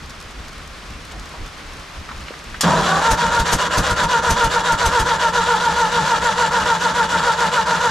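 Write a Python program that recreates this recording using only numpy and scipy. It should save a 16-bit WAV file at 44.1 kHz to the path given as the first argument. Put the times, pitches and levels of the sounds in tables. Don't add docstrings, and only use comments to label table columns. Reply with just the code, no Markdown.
import sys
import numpy as np
from scipy import signal
from scipy.fft import rfft, irfft
from scipy.io import wavfile
from scipy.ndimage import uniform_filter1d

SR = 44100
rng = np.random.default_rng(int(sys.argv[2]) if len(sys.argv) > 2 else 0)


def inscribe(sig):
    pcm = np.round(np.clip(np.atleast_2d(sig).T, -1, 1) * 32767)
    wavfile.write(sys.argv[1], SR, pcm.astype(np.int16))


N = 348390
TIME = np.arange(N) / SR
FREQS = np.arange(N // 2 + 1) * SR / N

# centre_hz, width_hz, gain_db
HOUSING_MODES = [(486, 27.6, -6), (653, 22, -6), (787, 49, -14), (916.2, 40, 0.5), (1013, 55, -8),
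                 (1134, 49, -10.5), (1408, 49, -5), (1475, 44, -6.5), (1713, 160, -14.5)]
# freq_hz, density_db
CLICK_SPECTRUM = [(400, -28), (1000, -2), (2500, -5.5), (5400, 1), (7300, -2.5), (9000, -7.5), (12500, -14),
                  (15000, -34)]


def from_db(db):
    return np.exp(np.asarray(db) * (np.log(10) / 20))


def unit_rms(x):
    return x / np.sqrt(np.mean(x ** 2) + 1e-20)


def hold_level(x, samples):
    return x / np.sqrt(np.abs(uniform_filter1d(x ** 2, samples)) + 1e-9)


def curves(rows, at, period=None):
    first, *columns = np.transpose(rows)
    return [np.interp(at, first, column, period=period) for column in columns]


def colour(x, spectrum):
    hz, db = np.transpose(spectrum)
    f = np.maximum(FREQS, 1)
    gain = from_db(np.interp(np.log(f), np.log(hz), db))
    skirts = np.minimum(f / hz[0], 1) ** 2 * np.minimum(hz[-1] / f, 1) ** 2
    return unit_rms(irfft(rfft(x) * gain * skirts, N))


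def noise(side_db):
    mid, side = rng.standard_normal((2, N))
    return unit_rms(mid + from_db(side_db) * side * [[1], [-1]])


def drift(cutoff_hz):
    hop = 40
    lowpass = signal.butter(2, cutoff_hz, fs=SR / hop, output="sos")
    slow = signal.sosfiltfilt(lowpass, rng.standard_normal(N // hop + 2002))[1000:-1000]
    return np.interp(np.arange(N) / hop, np.arange(len(slow)), unit_rms(slow))


def resonate(x, modes):
    out = 0
    for k, (centre_hz, width_hz, gain_db) in enumerate(modes):
        radius = np.exp(-np.pi * width_hz / SR)
        b = np.array([1, 0, -1]) * (1 - radius ** 2) / 2
        a = [1, -2 * radius * np.cos(2 * np.pi * centre_hz / SR), radius ** 2]
        out = out + (-1) ** k * from_db(gain_db) * signal.lfilter(b, a, x)
    return out


def burst(peak_s, rise_s, decay_s):
    age_s = TIME - peak_s
    return np.exp(np.maximum(np.minimum(age_s / rise_s, -age_s / decay_s), -40))


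def partial(start_s, level_db, pitch_hz, t60_s):
    age_s = np.clip(TIME - start_s, 0, 1)
    return from_db(level_db - 60 * age_s / t60_s) * np.sin(2 * np.pi * pitch_hz * age_s)


def wind_and_woods():
    # time_s, wind_db, hiss_db
    levels = [(0, -38, -37.5), (2.6, -38, -36), (2.8, -39, -48), (5.8, -42.5, -43), (7.9, -55, -52)]
    # freq_hz, density_db
    wind_spectrum = [(15, -14), (28, -0.5), (48, -0.5), (80, -3.5), (130, -15.5), (250, -16)]
    woods_spectrum = [(76, -33), (130, -11.5), (159, -0.5), (179, -9), (210, -9.5), (398, -11.5),
                      (548, -10), (656, -11.5), (922, -11), (1080, -7.5), (1270, -8), (5360, -18.5),
                      (12200, -36), (15400, -53)]
    wind_db, hiss_db = curves(levels, TIME)
    wind = from_db(wind_db + 4.2 * drift(6.9)) * colour(noise(-18.5), wind_spectrum)
    woods = from_db(hiss_db + 0.73 * drift(22)) * colour(noise(-7), woods_spectrum)
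    return wind + woods


def ticks(per_s, level_db, decay_s):
    impulses = (rng.random(N) < per_s / SR) * rng.uniform(0.42, 1, N)
    envelope = signal.lfilter([1], [1, -np.exp(-1 / (decay_s * SR))], impulses + 1e-18)
    return from_db(level_db) * envelope * colour(noise(-13), CLICK_SPECTRUM)


def yard_echoes(x, echo_db, t60_s, side_db):
    delay_s = TIME[:SR // 4]
    echoes = noise(side_db)[:, :len(delay_s)] * from_db(-60 * delay_s / t60_s)
    echoes *= (rng.random(len(delay_s)) < .01) * (delay_s > .002)
    echoes /= np.sqrt(np.sum(echoes ** 2, axis=1, keepdims=True))
    return x + from_db(echo_db) * signal.fftconvolve(x, echoes, axes=1)[:, :N]


def knocks():
    # peak_s, level_db, centre_hz, decay_s
    contacts = [(1.134, -38.5, 700, .06), (1.34, -33.5, 850, 0.032), (2.088, -30, 1200, 0.02),
                (2.114, -32, 1000, .012), (2.283, -27, 1900, 0.0061), (2.307, -27, 420, 0.0037),
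                (2.339, -33, 1398, .006), (2.544, -27, 1470, .014)]
    touch, out = noise(-11), 0
    for peak_s, level_db, centre_hz, decay_s in contacts:
        body = [(centre_hz, 0.83 * centre_hz, 0)]
        thud = unit_rms(resonate(resonate(touch, body), body))
        out = out + from_db(level_db) * burst(peak_s, 0.00082, decay_s) * thud
    return out


def clinks():
    # start_s, level_db, pitch_hz, t60_s
    hits = [(0.935, -38, 2700, .08), (1.465, -40, 3510, .13), (4.31, -24, 6100, .09),
            (4.863, -23, 6115, .12)]
    return sum(partial(*hit) for hit in hits)


def coughs(gulp_s, lead_s):
    # time_s, thump_db, hiss_db
    events = [(3.128, -15.5, -19), (3.41, -15, -24.5), (3.543, -14.5, -15), (3.794, -12.5, -19.5),
              (3.92, -20.5, -26), (4.049, -23.5, -28.5), (4.319, -16, -19.5), (4.457, -16.5, -23),
              (4.735, -20.5, -26), (4.873, -17.5, -20), (5.012, -17, -22.5)]
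    # freq_hz, density_db
    spit_spectrum = [(200, -1.5), (700, 9), (1100, 2), (2000, 0), (5400, 0.5), (6200, 4.5), (7200, -1),
                     (10000, -5.5), (13000, -13), (15500, -36)]
    flutter_spectrum = [(35, -13), (65, 3), (115, -1.5), (200, -7), (450, -16.5)]
    gulp, spit, flutter = np.zeros((3, N))
    for time_s, thump_db, hiss_db in events:
        gulp -= from_db(thump_db) * np.exp(-np.minimum(((TIME - time_s) / gulp_s) ** 2, 20))
        spit += from_db(hiss_db) * burst(time_s - lead_s, 0.0077, 0.016)
        flutter += from_db(thump_db) * burst(time_s - .002, 0.017, 0.027)
    gulp = from_db(6.5) * signal.sosfilt(signal.butter(1, 28, "high", fs=SR, output="sos"), gulp)
    spit = from_db(3) * spit * colour(noise(-10.5), spit_spectrum)
    flutter = from_db(-3) * flutter * colour(noise(-41), flutter_spectrum)
    return gulp + spit + flutter


def solenoid(start_s):
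    # pitch_hz, gain_db, t60_s
    modes = [(1190, -8, 0.16), (3370, -6.5, 0.16), (4300, -8.5, 0.054), (5420, -5, .06), (6770, -2, .06),
             (8576, -9, 0.063), (12030, -20, 0.079)]
    ring = sum(partial(start_s, gain_db, pitch_hz, t60_s) for pitch_hz, gain_db, t60_s in modes)
    clack = burst(start_s, .0002, 0.014) * colour(noise(-10), CLICK_SPECTRUM)
    return from_db(-15.5) * ring + from_db(-12.5) * clack


def crank(full_speed_hz=466, boom_db_per_octave=-16, slack_strokes=0.12):
    # time_s, stroke_count
    pace = [(2.63, 0), (3.013, 2), (3.163, 3), (3.441, 5), (3.695, 7), (4.076, 10), (4.631, 14),
            (5.595, 21), (5.905, 23), (6.503, 27), (7.937, 37)]
    # time_s, tooth_hz, whine_db, clatter_db, grip_db
    effort = [(2.63, 289.9, -23, -18.5, 2), (2.92, 382, -19.5, -18, 3), (3.06, 452, -17, -16.5, 0),
              (3.2, 467, -19.5, -18, -5), (3.38, 467.5, -20, -18, -5.5), (3.58, 494.3, -27.5, -17, -7),
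              (3.9, 499.5, -26, -17.5, -7), (4.14, 472.9, -19, -17.5, -5), (5.3, 468, -19.3, -18.3, -5.5),
              (5.66, 453.8, -17.5, -21, 3), (6.3, 457.8, -19.5, -18.5, -3), (7.9, 464.8, -19.5, -18.5, -4)]
    # phase_strokes, speed_ratio, whine_db, clatter_db, boom_db
    stroke_shape = [(0, .97, -8.5, -3.3, -4.5), (.1, 1.035, -2.5, 0, -5), (.2, 1.07, 0.3, 1, -3.5),
                    (.31, 1.055, 1.3, 1.5, -4.5), (.42, 1.02, 3.3, 2, -2), (.52, .988, 5.5, 0.3, -2),
                    (.62, .962, 4, -1.2, 1), (.74, .935, -1.5, 0.3, 1.2), (.87, .955, 0.5, -1, 3.5)]
    # whine_db, grip_db, boom_db
    cylinders = [(1.0, 3.0, -1.2), (-0.7, -1, 1.0), (0.7, -0.8, -0.9), (-0.8, -1.8, 1)]
    strokes, = curves(pace, TIME)
    tooth_hz, whine_db, clatter_db, grip_db = curves(effort, TIME)
    speed, whine_swing_db, clatter_swing_db, boom_swing_db = curves(stroke_shape, strokes, period=1)
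    own_whine_db, own_grip_db, own_boom_db = np.transpose(cylinders)
    cylinder = strokes.astype(int) % len(cylinders)
    whine_db += uniform_filter1d(own_whine_db[cylinder], size=1500)
    boom_db = -32 + boom_db_per_octave * np.log2(tooth_hz / full_speed_hz) + boom_swing_db
    boom_db += uniform_filter1d(own_boom_db[cylinder], size=1500)
    top = np.round(strokes).astype(int)
    near_top = np.exp(-((strokes - top) / slack_strokes) ** 2)
    slack_db = (grip_db + own_grip_db[top % len(cylinders)]) * near_top
    load_db = whine_swing_db + .5 * slack_db
    speed = 1 + (speed - 1) * np.interp(TIME, [3.0, 5.2], [.55, 1.0])
    return tooth_hz * speed, whine_db, load_db, clatter_db, clatter_swing_db, slack_db, boom_db


def frame_boom(boom_db, slack_db):
    # freq_hz, density_db
    rumble_spectrum = [(25, -3), (45, -6), (66, 5.5), (90, -7), (118, -2.5), (170, -19), (268, -4.5),
                       (340, -6), (450, -15)]
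    shudder = resonate(resonate(rng.standard_normal(N), [(170.6, 22, 0)]), [(173, 45, 0)])
    jerk = from_db(-14) * burst(2.66, 0.0094, 0.054)
    boom = (from_db(boom_db + 2.1 * drift(13)) + jerk) * hold_level(shudder, samples=1200)
    rumble = from_db(-39 - 0.24 * slack_db + 2.3 * drift(8.6)) * colour(noise(-38), rumble_spectrum)
    return boom + rumble


def tooth_blows(teeth, uneven_db, decay_per_tooth):
    strength = from_db(uneven_db * np.clip(rng.standard_normal(N // 20), -2, 2))[teeth.astype(int)]
    return unit_rms(strength * np.exp(-decay_per_tooth * (teeth % 1)))


def motor_grind(blows):
    # freq_hz, density_db
    spectrum = [(50, -6), (100, -4), (170, -4), (280, 0), (420, -4), (650, -0.5), (1150, -1.5), (1600, -13),
                (2500, -38)]
    return from_db(-16) * burst(2.655, 0.025, .21) * colour(blows * noise(-23), spectrum)


def iron_rasp(teeth, blows):
    # centre_hz, width_hz, gain_db
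    iron_modes = [(2484, 54, -4.5), (2926, 110, 1), (3390, 155, 1), (3705, 107, 1.5), (4020, 39, 2.5),
                  (4465, 140, -1.5), (5980, 280, -5), (7170, 210, -2), (7570, 160, -8)]
    # freq_hz, density_db
    spectrum = [(1200, -25), (2000, 0.5), (2600, -0.5), (3400, 0.5), (4600, -2), (5300, -2), (7600, -4.5),
                (8100, -12), (10000, -14), (12500, -24.5), (15000, -40)]
    rasp = .62 * blows * noise(-11)
    scrape = noise(-9.5)
    for mode in iron_modes:
        drive = tooth_blows(teeth, uneven_db=3, decay_per_tooth=3.6) * from_db(2.3 * drift(15))
        rasp += resonate(drive * scrape, [mode])
    return colour(rasp, spectrum)


def gear_clatter(blows):
    # freq_hz, density_db
    spectrum = [(200, -32), (350, -16.5), (470, -4.5), (620, -0.5), (760, -7.5), (1000, 1), (1150, -0.5),
                (1330, 0), (1600, -0.5), (1850, -6), (2150, -16), (3000, -38)]
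    strikes = blows * noise(-12)
    return colour(strikes + resonate(strikes, HOUSING_MODES), spectrum)


def gear_whine(teeth, load_db, pinion_teeth=10, wobble_teeth=0.035, flutter_db=2.5, direct_db=-22.5):
    mesh = teeth + wobble_teeth * (1 + .5 * drift(8.8)) * np.sin(2 * np.pi * teeth / pinion_teeth)
    force = sum(from_db(harmonic_db + flutter_db * drift(67)) * np.sin(2 * np.pi * k * mesh)
                for k, harmonic_db in enumerate([-5, 3, 3.3, -1], 1))
    force *= from_db(load_db)
    radiated = resonate(force, HOUSING_MODES) + from_db(direct_db) * force
    return hold_level(radiated, samples=6400)


def starter(engage_s):
    tooth_hz, whine_db, load_db, clatter_db, swing_db, slack_db, boom_db = crank()
    teeth = np.cumsum(tooth_hz * (1 + .007 * drift(50) + .005 * drift(9))) / SR
    blows = tooth_blows(teeth, uneven_db=1.5, decay_per_tooth=1.3)
    whine = from_db(whine_db + 1.13) * gear_whine(teeth, load_db)
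    clatter = from_db(clatter_db + 0.78 * swing_db + 0.94 * slack_db - 3) * gear_clatter(blows)
    rasp = from_db(0.41 * clatter_db + 1.23 * swing_db + 1.24 * slack_db - 19) * iron_rasp(teeth, blows)
    engaged = np.clip((TIME - engage_s) / 0.0083 + .5, 0, 1)
    return engaged * (whine + clatter + rasp + frame_boom(boom_db, slack_db) + motor_grind(blows))


def scene():
    tractor = starter(engage_s=2.632) + solenoid(start_s=2.609) + knocks() + clinks()
    tractor = yard_echoes(tractor, echo_db=-12, t60_s=0.15, side_db=-6)
    patter = ticks(per_s=9, level_db=-34.5, decay_s=0.0033)
    return tractor + coughs(gulp_s=0.005, lead_s=0.011) + wind_and_woods() + patter


def record(dry):
    ceiling_db, cutoff_hz = -10.5, 15500
    treble = signal.sosfilt(signal.butter(1, 12000, "high", fs=SR, output="sos"), dry)
    tilted = dry + from_db(-9) * treble * [[1], [-1]]
    power = np.abs(uniform_filter1d(np.mean(tilted ** 2, axis=0), size=500))
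    limited = tilted / (1 + (power / from_db(ceiling_db) ** 2) ** 2) ** .25
    rounded = 1.188 * np.tanh(limited / 1.212)
    return signal.sosfilt(signal.ellip(10, .2, 80, cutoff_hz, fs=SR, output="sos"), rounded)


dry = scene()
out = record(dry)
inscribe(out)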